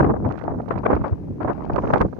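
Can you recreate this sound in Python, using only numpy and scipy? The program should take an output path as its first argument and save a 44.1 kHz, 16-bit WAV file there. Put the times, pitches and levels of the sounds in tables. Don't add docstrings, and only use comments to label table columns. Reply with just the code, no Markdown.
import sys
import numpy as np
from scipy import signal
from scipy.fft import rfft, irfft, next_fast_len
from scipy.io import wavfile
from scipy.ndimage import uniform_filter1d, minimum_filter1d

SR = 44100
rng = np.random.default_rng(int(sys.argv[2]) if len(sys.argv) > 2 else 0)


def digitize_waveform(pressure):
    field = np.atleast_2d(pressure).T
    bounded = np.clip(field, -1, 1)
    quanta = np.round(bounded * 32767).astype(np.int16)
    wavfile.write(sys.argv[1], SR, quanta)


def volts(x):
    e = np.asarray(x, float) / 20
    return 10 ** e


N = 96711

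# (time [s], roar level [dB], eddy pitch [Hz])
AIR_LEFT = [(0, -13, 864), (.12, -44, 770), (.2, -35, 648), (.28, -22.5, 604), (.38, -48, 600),
            (.48, -35, 778), (.65, -42, 510), (.8, -37, 790), (.92, -21.5, 1080), (1.01, -37.5, 792),
            (1.08, -36.5, 1094), (1.16, -41, 710), (1.37, -41, 515), (1.47, -50.5, 1107), (1.58, -34, 860),
            (1.95, -39.5, 850), (2.05, -54, 800), (2.11, -46, 612)]
AIR_RIGHT = [(0, -30, 800), (0.108, -28, 808), (0.198, -36, 610), (0.278, -30.5, 970), (0.398, -38, 1290),
             (.52, -34, 703), (0.648, -37.5, 776), (0.741, -26.5, 1020), (0.821, -52.5, 940),
             (.91, -19.5, 983), (1.0, -45.5, 855), (1.2, -50, 463), (1.379, -42.5, 450), (1.48, -48, 1010),
             (1.63, -45, 666), (1.749, -34, 880), (1.972, -25.5, 1095), (2.118, -44.5, 654)]
# (time [s], level [dB], length [s], eddy pitch [Hz])
PUFFS_LEFT = [(0.047, -8.5, 0.0073, 960), (0.063, -23, 0.0276, 760), (0.083, -26, 0.0155, 750),
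              (0.095, -19.5, 0.0288, 730), (0.106, -14.5, 0.0074, 870), (0.14, -13.5, 0.0069, 740),
              (0.165, -20.5, 0.011, 800), (0.244, -38.5, 0.0058, 820), (0.265, -17, 0.0056, 930),
              (0.44, -15.5, 0.0047, 660), (0.48, -13.5, 0.0026, 790), (0.508, -21, 0.02, 783),
              (0.54, -29, 0.0059, 610), (0.6, -21.5, 0.0064, 770), (0.709, -10.5, 0.004, 1230),
              (0.796, -24, 0.013, 820), (0.863, -2, 0.0011, 1307), (0.885, -25, 0.049, 750),
              (0.933, -3.5, 0.0019, 960), (1.046, -19.5, 0.013, 1090), (1.061, -20.5, 0.0267, 940),
              (1.13, -23.5, 0.011, 750), (1.415, -21.5, 0.022, 987), (1.43, -24.5, 0.0087, 1360),
              (1.455, -18, 0.016, 720), (1.478, -28.5, 0.013, 1053), (1.5, -15.5, 0.026, 947),
              (1.622, -25, 0.0044, 1014), (1.702, -18.5, 0.0073, 820), (1.723, -23, 0.0076, 736),
              (1.787, -11, 0.0057, 996), (1.84, -16, 0.0097, 816), (1.871, -15.5, 0.0057, 728),
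              (1.906, -10.5, 0.0056, 920), (1.937, -4.5, 0.0047, 1074), (1.949, -13, 0.0056, 675),
              (1.973, -13.5, 0.0092, 846), (2.015, -9.5, 0.017, 926), (2.051, -21, 0.013, 770),
              (2.186, -27, 0.0088, 626)]
PUFFS_RIGHT = [(0.006, -1.5, 0.0064, 860), (0.036, -22.5, 0.055, 1020), (0.065, -24, 0.0063, 880),
               (0.099, -10, 0.013, 760), (0.25, -17.5, 0.0084, 1046), (0.414, -22.5, 0.0036, 1170),
               (0.451, -20, 0.0038, 787), (0.482, -18.5, 0.0065, 803), (0.519, -23, 0.011, 820),
               (0.54, -20, 0.0052, 603), (0.603, -15.5, 0.0029, 864), (0.716, -19.5, 0.02, 1277),
               (0.778, -17, 0.0057, 850), (0.856, -16.5, 0.0088, 1270), (0.882, -18.5, 0.006, 812),
               (0.905, -7, 0.0029, 880), (0.928, -15, 0.024, 1040), (0.966, -12, 0.0033, 960),
               (1.016, -20.5, 0.0064, 950), (1.043, -19, 0.0095, 1000), (1.063, -29, 0.016, 777),
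               (1.406, -17, 0.0032, 910), (1.448, -11.5, 0.0043, 852), (1.481, -15.5, 0.013, 1070),
               (1.5, -13.5, 0.007, 972), (1.608, -22.5, 0.004, 1055), (1.7, -16.5, 0.0071, 1037),
               (1.747, -19, 0.023, 755), (1.763, -11.5, 0.0087, 940), (1.782, -11, 0.0052, 1070),
               (1.837, -15.5, 0.0089, 778), (1.871, -26.5, 0.0081, 820), (1.904, -12, 0.0032, 990),
               (1.94, -8.5, 0.0097, 1250), (1.96, -4.5, 0.0057, 910), (2.011, -9.5, 0.012, 1110),
               (2.051, -13, 0.01, 632), (2.131, -21.5, 0.0085, 743), (2.167, -28.5, 0.0091, 700),
               (2.187, -32, 0.0067, 530)]
# (frequency over eddy pitch [ratio], level [dB])
EDDY_TONE = [(.3, -4.5), (.6, -5), (1.0, -7.5), (1.5, -18.5), (2.5, -34.5), (4.0, -58), (12, -92)]
# (frequency [Hz], level [dB])
PORT_TONES = [
    [(1500, -2.5), (3000, -6.5), (6000, -9)],
    [(1500, -5.5), (3000, -11.5), (6500, 1), (7400, -9)],
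]
# (frequency [Hz], level [dB])
ROAR_LOW_CUT = [(90, -31.5), (260, 0.5)]

# (time [s], level [dB])
TICKS_LEFT = [(.005, -58), (.022, -53.5), (.047, -51.5), (.82, -64), (.956, -51), (1.058, -62.5),
              (1.068, -56.5), (1.082, -51), (1.417, -61.5), (1.432, -53.5), (1.533, -56), (1.545, -66),
              (1.586, -69), (1.641, -64.5), (1.653, -56), (.915, -62)]
TICKS_RIGHT = [(.005, -51.5), (.038, -52.5), (.096, -57.5), (.254, -59), (.289, -51), (.311, -79),
               (.324, -46.5), (.376, -53.5), (.39, -48), (.394, -57), (.44, -54), (.619, -59), (.688, -52),
               (.744, -73.5), (.782, -50.5), (.789, -52), (1.701, -62), (1.735, -49), (1.762, -39.5),
               (1.794, -54.5), (1.822, -51), (1.876, -50.5), (1.982, -41), (2.003, -47)]
# (frequency [Hz], level [dB])
TICK_TONE = [(1200, -18), (2400, 8), (3500, -8.5), (4600, -7), (6500, -18.5), (7500, -35)]
# (time [s], level [dB])
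FIZZ_LEFT = [
    (.8, -88),
    (.9, -70),
    (1.1, -74),
    (1.2, -81),
    (1.39, -84),
    (1.43, -74.5),
    (1.68, -73),
    (1.74, -81.5),
]
# (time [s], level [dB])
STOPS = [
    (1.938, -19),
    (2.0148, -19),
]
# (frequency [Hz], level [dB])
SLAP_TONE = [(900, -68), (2500, 10), (5500, -5), (7200, -17), (10000, -14.5), (15000, -30)]

# (time [s], rumble level [dB])
RUMBLE = [(0, -14), (.11, -23.5), (.18, -28), (.26, -21.5), (.4, -31.5), (.47, -28.5), (.65, -31),
          (.78, -29.5), (.93, -23.5), (1.0, -26), (1.08, -30.5), (1.38, -32.5), (1.47, -29.5),
          (1.62, -27.5), (1.76, -26), (2.01, -27.5), (2.08, -30.5), (2.14, -32.5)]
# (frequency [Hz], level [dB])
RUMBLE_TONE = [(20, -31), (45, -6.5), (70, -5.5), (120, -1), (240, -4), (330, -7.5), (520, -24),
               (3000, -120)]
# (time [s], rise [dB])
THUMPS = [(0.074, 3.5), (.114, 7.5), (0.512, 6.5), (0.578, 5), (.76, 10.5), (.858, -2), (.888, 2),
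          (1.245, 1), (1.31, 8.5), (1.455, 7.5), (1.503, 3), (1.615, -2), (1.896, 4.5), (1.98, -0.5),
          (2.016, 14.5), (2.054, 11)]
# (middle [s], length [s], depth [dB])
RUMBLE_GAPS_LEFT = [
    (.83, 0.011, -42),
    (1.085, 0.045, -18.5),
    (1.175, 0.033, -7),
    (1.56, 0.12, -17),
    (1.66, 0.049, -50),
]
RUMBLE_GAPS_RIGHT = [
    (0.385, 0.12, -48),
    (0.659, 0.057, -17),
    (0.75, 0.035, -11.5),
    (0.81, 0.024, -6),
    (1.77, 0.027, -7),
    (2.148, 0.08, -21.5),
]
# (time [s], level [dB], pitch [Hz])
SHOVES = [
    (.262, -15, 89),
    (.95, -16, 72),
    (1.015, -15, 110),
    (1.129, -11.5, 90),
    (1.739, -15.5, 106.5),
    (1.851, -17, 80),
    (1.94, -12, 127),
]

# (frequency [Hz], level [dB])
SURF_TONE = [(300, 2.5), (1000, -16.5), (2200, -23), (6000, -64)]
# (frequency [Hz], level [dB])
HISS_TONE = [(1500, -12), (3500, -5.5), (6500, -3.5), (7500, -33.5)]
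# (time [s], rise [dB])
WHISTLE = [
    (.2, 4),
    (0.331, 6.5),
    (0.501, 3.5),
    (1.68, 2.5),
    (1.9, 16),
    (2.06, 6),
]


def evened(x):
    return x / np.sqrt(np.mean(x ** 2) + 1e-20)


def read(points, x):
    place, value = np.transpose(points)
    return np.interp(np.log(x + 0.0011), np.log(place), value)


def over_time(points):
    return np.interp(np.arange(N) / SR, *np.transpose(points))


def colour(x, tone):
    size = next_fast_len(2 * N)
    gain = volts(read(tone, np.fft.rfftfreq(size, 1 / SR)))
    return irfft(rfft(x, size) * gain, size)[:N]


def smoothed(x, span):
    return uniform_filter1d(uniform_filter1d(x, span), span)


def chance(rate_hz):
    ratio = np.fft.rfftfreq(N, 1 / SR) / rate_hz
    low_pass = 1 / (1 + ratio ** 2)
    high_pass = (6 * ratio) ** 2 / (1 + (6 * ratio) ** 2)
    x = evened(irfft(rfft(rng.standard_normal(N)) * low_pass * high_pass, N))
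    return 2 * np.tanh(x / 2)


def roar(air, puffs, port_tone, flutter_db):
    flutter_hz, wander = 80, 0.15
    puff_rise, puff_fall, shortest_s = 0.3, 0.61, 0.005
    hold, hold_s = 0.64, 0.0032
    t = np.arange(N) / SR
    s, level_db, pitch_hz = np.transpose(air)
    slow_db = np.interp(t, s, level_db)
    rough = np.clip((slow_db + 58) / 22, 0, 1)
    power = volts(slow_db + rough * flutter_db * chance(flutter_hz)) ** 2
    pitch = np.interp(t, s, pitch_hz) * np.exp(rough * wander * chance(flutter_hz / 2))
    pitched = power * pitch
    for at, db, length, hz in puffs:
        width = max(length, shortest_s) * np.where(t < at, puff_rise, puff_fall)
        puff = volts(db) ** 2 * np.exp(-((t - at) / width) ** 2)
        power = power + puff
        pitched = pitched + puff * hz

    eddy_hz = uniform_filter1d(pitched, size=128) / uniform_filter1d(power, size=128)
    noise = np.sqrt(power) * rng.standard_normal(N)
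    f, frames, z = signal.stft(noise, SR, nperseg=256, noverlap=224)
    gain = volts(read(EDDY_TONE, f[:, None] / np.interp(frames, t, eddy_hz)))
    gain = gain / np.sqrt((gain ** 2).mean(0)) * volts(read(port_tone, f))[:, None]
    x = signal.istft(z * gain, SR, nperseg=256, noverlap=224)[1][:N]

    span = round(hold_s * SR)
    meant = abs(smoothed(power, span)) + 1e-12
    got = abs(smoothed(x ** 2, span)) + 1e-12
    return colour(x * (meant / got) ** (hold / 2), ROAR_LOW_CUT)


def rumble():
    shared, lumpy_db, lump_hz = 0.46, 2, 23.7
    thump_s, steady, steady_s = 0.015, 0.61, 0.0099
    t = np.arange(N) / SR
    common = rng.standard_normal(N) * volts(lumpy_db * chance(lump_hz))
    level_db = over_time(RUMBLE)
    for at, db in THUMPS:
        level_db = level_db + db * np.exp(-((t - at) / thump_s) ** 2)
    span = round(steady_s * SR)
    out = []
    for gaps in (RUMBLE_GAPS_LEFT, RUMBLE_GAPS_RIGHT):
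        own = rng.standard_normal(N) * volts(lumpy_db * chance(lump_hz))
        dip_db = sum(db * np.exp(-(2 * (t - at) / length) ** 4) for at, length, db in gaps)
        swing = evened(colour(shared * common + (1 - shared) * own, RUMBLE_TONE))
        slow = smoothed(swing ** 2, span)
        steadied = swing / (abs(slow) + 1e-9) ** (steady / 2)
        out.append(volts(level_db + dip_db) * steadied)
    return np.array(out)


def shoves():
    length_turns, sag = 0.95, 0.15
    t, out = np.arange(N) / SR, np.zeros((2, N))
    for (at, db, hz), (phase, skew) in zip(SHOVES, rng.random((len(SHOVES), 2))):
        turns = (t - at) * hz
        shape = volts(db) * np.exp(-(turns / length_turns) ** 2)
        sagging = turns * (1 - sag * np.tanh(turns / 2))
        for port in out:
            port += shape * np.cos(2 * np.pi * (sagging + phase))
            phase += skew - 0.5
    return out


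def slaps():
    clicks, unit = np.zeros((2, N))
    for at, db in STOPS:
        clicks[round(at * SR)] = volts(db)
    unit[0] = 1
    return colour(clicks, SLAP_TONE) / colour(unit, SLAP_TONE)[0]


def ticks(flicks, fizz):
    tick_s = 0.0013
    t = np.arange(N) / SR
    shape = fizz * volts(4.0 * chance(150))
    for at, db in flicks:
        shape = shape + volts(db) * np.exp(-((t - at) / tick_s) ** 2)
    return volts(7.0) * shape * evened(colour(rng.standard_normal(N), TICK_TONE))


def background():
    surf_db, hiss_db, self_noise_db = -54, -77, -80.5
    a, b, c, d, e = rng.standard_normal((5, N))
    hiss = volts(hiss_db + over_time(WHISTLE)) * evened(colour(c, HISS_TONE))
    surf_tone = SURF_TONE + [(20000, -91)]
    surf = np.array([evened(colour(colour(v, ROAR_LOW_CUT), surf_tone)) for v in (a, b)])
    circuit = np.array([d + e / 2, e + d / 2])
    return volts(surf_db) * surf + np.array([0 * hiss, hiss]) + volts(self_noise_db) * circuit


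def scene():
    left = roar(AIR_LEFT, PUFFS_LEFT, PORT_TONES[0], flutter_db=7)
    left = left + ticks(TICKS_LEFT, volts(over_time(FIZZ_LEFT)))
    right = roar(AIR_RIGHT, PUFFS_RIGHT, PORT_TONES[1], flutter_db=8)
    right = right + ticks(TICKS_RIGHT, 0) + slaps()
    return np.array([left, right]) + rumble() + shoves() + background()


def band_limit(x):
    return signal.sosfilt(signal.butter(12, 15500, fs=SR, output="sos"), x)


def record(dry):
    ceiling = 0.93
    room = np.minimum(ceiling / (abs(dry) + 1e-9), 1)
    room = minimum_filter1d(room, size=201, axis=1)
    held = dry * uniform_filter1d(room, size=200, axis=1)
    from_end = np.minimum(np.arange(N), np.arange(N)[::-1])
    mix = held * np.minimum(0.4 + from_end / 80, 1)
    return band_limit(mix)


dry = scene()
out = record(dry)
digitize_waveform(out)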